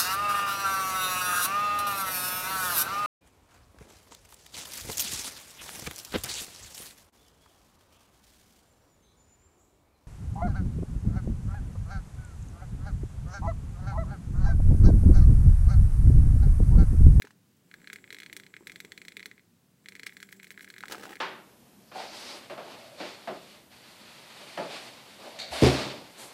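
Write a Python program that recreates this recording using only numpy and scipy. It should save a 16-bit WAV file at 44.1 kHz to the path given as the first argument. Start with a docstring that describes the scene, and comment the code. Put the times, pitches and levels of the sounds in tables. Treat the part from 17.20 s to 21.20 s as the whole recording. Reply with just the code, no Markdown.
"""Quick, uneven plastic taps skitter over a wooden workbench, above a faint hum and hiss.
It is a toy bug: a small unbalanced motor shakes it, so its shell keeps hitting the wood.
A hand holds it, lets go, covers it and lets go again. Near the end something is dragged
and knocked close by. The room is small and quiet."""
import sys
import numpy as np
from scipy import signal
from scipy.fft import rfft, irfft
from scipy.io import wavfile
from scipy.ndimage import uniform_filter1d

SR = 44100
rng = np.random.default_rng(int(sys.argv[2]) if len(sys.argv) > 2 else 0)


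def store_wav(level_fs):
    """Save 16-bit WAV to argv[1]."""
    pcm = np.round(np.clip(np.atleast_2d(level_fs), -1, 1) * 32767)
    wavfile.write(sys.argv[1], SR, pcm.T.astype(np.int16))


N = 176400
T = np.arange(N) / SR
HIT_T = np.arange(int(.07 * SR)) / SR  # time within one hit, in seconds


def amp(db):
    """Turn decibels into a gain."""
    return 10 ** (np.asarray(db) / 20)


def unit(x):
    """Scale a signal to a typical size (rms) of 1."""
    return x / np.std(x)


def band(x, hz, kind="bandpass", order=2):
    """Keep the pitches between, above or below the given edges."""
    return signal.sosfilt(signal.butter(order, np.clip(hz, 10, SR * .45), kind, fs=SR, output="sos"), x)


def colour(x, points):
    """Shape the tone by (frequency [Hz], level [dB]) points; rms 1."""
    hz, db = np.array(points).T
    freqs = np.maximum(np.arange(N // 2 + 1) * SR / N, 1)
    gain = amp(np.interp(np.log(freqs), np.log(hz), db))
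    return unit(irfft(rfft(x) * gain, N))


def curve(points):
    """A changing gain from (time [s], level [dB]) points."""
    return amp(np.interp(T, *np.array(points).T))


def wander(per_s):
    """A smooth random wobble with about per_s new values a second; rms 1."""
    hold = int(SR / per_s)
    steps = np.repeat(rng.standard_normal(N // hold + 1), hold)
    return unit(uniform_filter1d(uniform_filter1d(steps, hold), hold)[:N])


def add(out, at, sound):
    """Mix a sound in at a time in seconds."""
    start = int(np.clip(round(at * SR), 0, N - 1))
    out[start:start + len(sound)] += sound[:N - start]


def ring(modes, detune, scatter_db=3):
    """A struck object rings with a few dying tones, a little different on each blow."""
    hz, db, fade_s = np.array(modes).T
    chance = rng.standard_normal((2, len(hz)))
    db, hz = db + scatter_db * chance[0], hz * (1 + detune * chance[1])
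    fades = np.exp(-np.log(1000) * HIT_T / fade_s[:, None])
    return amp(db) @ (np.sin(2 * np.pi * hz[:, None] * HIT_T) * fades)


def room_noise():
    """The soft, low, steady rush of a quiet room."""
    # tone of the rush (frequency [Hz], level [dB])
    tone = [(45, -27), (105, 0), (190, 3.5), (400, -10), (700, -17), (3000, -21.5), (15500, -25.5)]
    return amp(-65.5) * colour(rng.standard_normal(N), tone)


def clack(at, hardness):
    """One tap sets off the shell's broad resonances at once; harder contact is brighter."""
    # pitches the shell favours on wood (frequency [Hz], width [Hz], level [dB])
    resonances = [(1640, 320, -4.5), (2120, 524, -0.5), (3366, 710, -12.5), (4060, 594, -9),
                  (6500, 6000, -24.5)]
    # the lowest one swells and fades as the toy crosses the bench (time [s], boost [dB])
    woodiness = [(.75, 5.5), (1.0, -2), (1.4, 2), (2.3, -6.5), (3.4, 5)]
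    hz, width, db = np.array(resonances).T
    chance = rng.standard_normal((2, len(db)))
    db, hz = db + 2.0 * chance[0], hz * (1 + 0.029 * chance[1])
    db[0] += np.interp(at, *np.array(woodiness).T)
    size = len(HIT_T)
    freqs = np.maximum(np.fft.rfftfreq(size, 1 / SR), 1)
    peaks = amp(db) / (1 + (2 * (freqs[:, None] - hz) / width) ** 2)
    treble_octaves = np.clip(np.log2(freqs / 2000), 0, 2)
    gain = np.linalg.norm(peaks, axis=1) * amp(0.22 * hardness * treble_octaves)
    # turn this tone shape into a tap with its energy at the very start (minimum phase)
    cepstrum = 2 * irfft(np.log(gain), size)[:size // 2]
    tap = irfft(np.exp(rfft(cepstrum, size)), size)
    return unit(band(tap, 1190, "highpass", order=3))


def shell_taps(chatter_s=0.0063, bench_delay_s=0.00291, bench_detune=0.057):
    """Each hop makes the shell clack and chatter and nudges the bench, which also takes dull bumps."""
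    # the shell landing (time [s], relative level [dB], hardness [higher is brighter])
    hops = [(0.021, -41, 1.5), (0.514, -52, -14), (0.5407, -45.5, -10), (0.6172, -59, -3),
            (0.644, -54, -20), (0.6737, -44, -8), (0.7006, -42, -18), (0.7307, -41.5, 13),
            (0.7593, -43.5, -4), (0.786, -57, -30), (0.8415, -49, -33), (0.877, -55, -28),
            (0.905, -42.5, -11), (0.927, -43, 2.5), (0.946, -44.5, -1), (0.967, -49.5, -7), (0.986, -47, 1),
            (1.002, -44.5, 1), (1.0204, -48.5, -10), (1.033, -45.5, -3), (1.0622, -45.5, -4),
            (1.0982, -49, -28), (1.1285, -42.5, 7.5), (1.166, -42.5, 15), (1.199, -47.5, 0),
            (1.2354, -53.5, 0), (1.2654, -51.5, -5), (1.3399, -45, -36), (1.366, -45, -11),
            (1.471, -41, 6.5), (1.4972, -43, -12), (1.519, -49.5, 7), (1.559, -44.5, -3), (1.6029, -42, 5),
            (1.6489, -47, 1), (1.72, -43, -6), (1.7774, -44.5, -4.5), (1.817, -46, -9), (1.851, -50.5, 4),
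            (1.883, -42, -2), (1.921, -50.5, -3), (1.9686, -39.5, -1.5), (1.9953, -45.5, -12),
            (2.0042, -48, -9), (2.0287, -44, -12), (2.058, -40, 5.5), (2.114, -47, -19), (2.1796, -57, -36),
            (2.1949, -60, -31), (2.6593, -47.5, -16), (2.686, -43.5, 5.5), (2.722, -50, -6),
            (2.753, -46, 0), (2.7636, -51.5, -2), (2.7961, -44, -3.5), (2.833, -42.5, -1),
            (2.867, -36, -11), (2.8944, -48.5, -18), (2.924, -52.5, -49), (2.9685, -46, 0),
            (3.0023, -50, 6), (3.0286, -42.5, -2), (3.0898, -53.5, -13), (3.1267, -46, -5.5),
            (3.199, -49.5, -16), (3.231, -50, 0), (3.2442, -49.5, 6), (3.2696, -53, -7),
            (3.3056, -44.5, 2.5), (3.3157, -51, -17), (3.3766, -44.5, -20), (3.3943, -50, -15),
            (3.4083, -46.5, 0), (3.4298, -56, -1), (3.4453, -48, 2), (3.477, -49.5, -44),
            (3.5021, -46, 1.5), (3.5399, -49.5, -2), (3.564, -48, -18), (3.582, -46.5, 5.5),
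            (3.6067, -46, 3), (3.6284, -48, -6), (3.6563, -46, -4), (3.6826, -44, 4), (3.9557, -47.5, 4),
            (3.9688, -48.5, -22)]
    # tones of the bench top (frequency [Hz], level [dB], time to fade by 60 dB [s])
    bench_modes = [(199, -6.5, 0.094), (299, -5, 0.044), (398.6, -1, 0.056), (960, -7.5, 0.013)]
    # dull bumps on the bench (time [s], level [dB])
    bumps = [(0.044, -46.5), (1.408, -46), (1.426, -47.5), (1.647, -48)]
    shell, chatter, bench = np.zeros((3, N))
    for at, db, hardness in hops:
        add(shell, at, amp(db - 9.5) * clack(at, hardness))
        puff = rng.standard_normal(len(HIT_T)) * np.exp(-(HIT_T / chatter_s) ** 2)
        add(chatter, at, amp(db - 4 + 0.63 * hardness) * puff)
        add(bench, at + bench_delay_s, amp(db - 13) * ring(bench_modes, bench_detune))
    for at, db in bumps:
        add(bench, at, amp(db) * ring(bench_modes, bench_detune))
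    chatter = band(band(chatter, 3520, "highpass"), 10000, "lowpass", order=1)
    return shell + chatter + band(bench, 131, "highpass")


def knocks(click_decay_s=0.0066):
    """Handling makes hollow knocks: a short ring with a click on top."""
    # the knocks (time [s], ring level [dB], click level [dB])
    blows = [(0.0496, -45, -50), (0.071, -45.5, -50), (0.107, -50, -51.5), (2.862, -51, -45),
             (2.8647, -42, -32), (3.6366, -34, -51), (3.7211, -34, -28), (3.7241, -42, -31),
             (3.737, -35, -49), (3.7472, -29.5, -60), (3.8332, -37.5, -40), (3.8548, -37, -40.5),
             (3.9299, -39.5, -60)]
    # tones of a knock (frequency [Hz], level [dB], time to fade by 60 dB [s])
    knock_modes = [(1023, -9, 0.019), (1460, -3, 0.0066), (1560, 1.5, 0.013)]
    body, click = np.zeros((2, N))
    for at, body_db, click_db in blows:
        add(body, at, amp(body_db) * ring(knock_modes, detune=0.089))
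        puff = rng.standard_normal(len(HIT_T)) * np.exp(-HIT_T / click_decay_s)
        add(click, at, amp(click_db) * puff)
    return band(body, 850, "highpass") + band(click, (1920, 5750), order=1)


def motor(spin_hz=188.3, ticks_per_s=110, fade_s=0.2):
    """The spinning weight hums, the brushes hiss, the legs tick and shake the bench."""
    # the toy running free (start [s], end [s], hum [dB], hiss [dB], rumble [dB], leg ticks [dB])
    runs = [(.5, 2.174, -67.5, -73, -64.8, -73.5), (2.66, 4.05, -66, -74, -67.5, -69)]
    # tone of the shaking bench (frequency [Hz], level [dB])
    rumble_tone = [(50, -14), (130, -8), (280, 5), (430, -1), (650, -12), (6000, -24)]
    phase = 2 * np.pi * np.cumsum(spin_hz * (1 + .04 * wander(22))) / SR
    hum = np.sin(phase) + amp(-7) * np.sin(2 * phase)
    hum = unit(hum * amp(3.1 * wander(14)))
    hiss = unit(band(rng.standard_normal(N), (7445, 7835), order=1) * amp(wander(9.82)))
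    rumble = colour(rng.standard_normal(N), rumble_tone) * amp(2 * wander(13))
    steps = (rng.random(N) < ticks_per_s / SR) * amp(11 * rng.uniform(-1, 1, N))
    legs = unit(signal.fftconvolve(steps, clack(at=0, hardness=-21))[:N])
    out = np.zeros(N)
    for start, end, hum_db, hiss_db, rumble_db, legs_db in runs:
        # fades in as the hand lets go, out as it covers the toy
        free = np.clip(np.minimum(T - start, end - T) / fade_s + .5, 0, 1)
        layers = amp(hum_db) * hum + amp(hiss_db) * hiss + amp(rumble_db) * rumble + amp(legs_db) * legs
        out += free * layers
    return out


def rustle():
    """A faint scratchy rustle: high noise that flickers quickly."""
    # loudness of the rustle (time [s], level [dB])
    levels = [(2.6, -85.5), (3.27, -59.5), (3.5, -69.5), (4.0, -75)]
    scratches = rng.standard_normal(N) * wander(160) ** 2
    return unit(band(scratches, 2400, "highpass", order=1)) * curve(levels)


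def dragging(slips_per_s=72, slip_decay_s=0.003):
    """Something sticks and slips in quick rough jerks, ending in a rising rub."""
    # loudness as the pressure changes (time [s], level [dB])
    levels = [(3.62, -90), (3.688, -61), (3.704, -40.5), (3.735, -41.5), (3.765, -50), (3.81, -50),
              (3.84, -44), (3.875, -52.5), (3.925, -48.5), (4.0, -73)]
    # tone of the scrape (frequency [Hz], level [dB])
    tone = [(60, -17), (170, -0.5), (370, 6.5), (750, 0), (1150, -4), (1590, 1.5), (2200, -4.5),
            (4600, -11), (15000, -20)]
    # start and end of the rub (time [s], pitch [Hz])
    glide = [(3.82, 428.7), (3.93, 977)]
    slip_count = np.cumsum(slips_per_s * (1 + 0.02 * wander(40))) / SR
    since_slip_s = (slip_count % 1) / slips_per_s
    friction = 0.43 + np.exp(-since_slip_s / slip_decay_s)
    jerks = amp(19.5) * np.diff(np.floor(slip_count), prepend=0)  # one spike per slip
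    grit = rng.standard_normal(N) * friction + jerks
    scrape = colour(grit * amp(2 * wander(slips_per_s * 2)), tone)
    times, hz = np.array(glide).T
    swell = np.sin(np.pi * np.interp(T, times, [0, 1]))
    rub_phase = 2 * np.pi * np.cumsum(np.interp(T, times, hz)) / SR
    rub = swell * wander(230) * np.sin(rub_phase)  # the fast wobble roughens the tone
    return scrape * curve(levels) + amp(-52) * rub


def room_echo(x, early_decay_s=0.003, tail_s=.22):
    """Add quick reflections from the clutter on the bench, then a short faint tail."""
    t = T[:SR // 2]
    early, late = rng.standard_normal((2, len(t)))
    early = early * np.exp(-t / early_decay_s) * (t > .0018)
    late = late * np.exp(-np.log(1000) * t / tail_s) * (t > .008)
    echoes = amp(-7) * early / np.linalg.norm(early) + amp(-15.5) * late / np.linalg.norm(late)
    return x + signal.fftconvolve(x, echoes)[:N]


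def scene():
    """Mix the toy, the handling and the room into one channel."""
    air = room_noise()
    contacts = shell_taps() + knocks() + dragging() + rustle()
    return (room_echo(contacts) + motor() + air)[None]


def record(dry, top_hz=15900):
    """Cut away the very highest treble."""
    return signal.sosfilt(signal.ellip(10, .2, 70, top_hz, fs=SR, output="sos"), dry)


dry = scene()
out = record(dry)
store_wav(out)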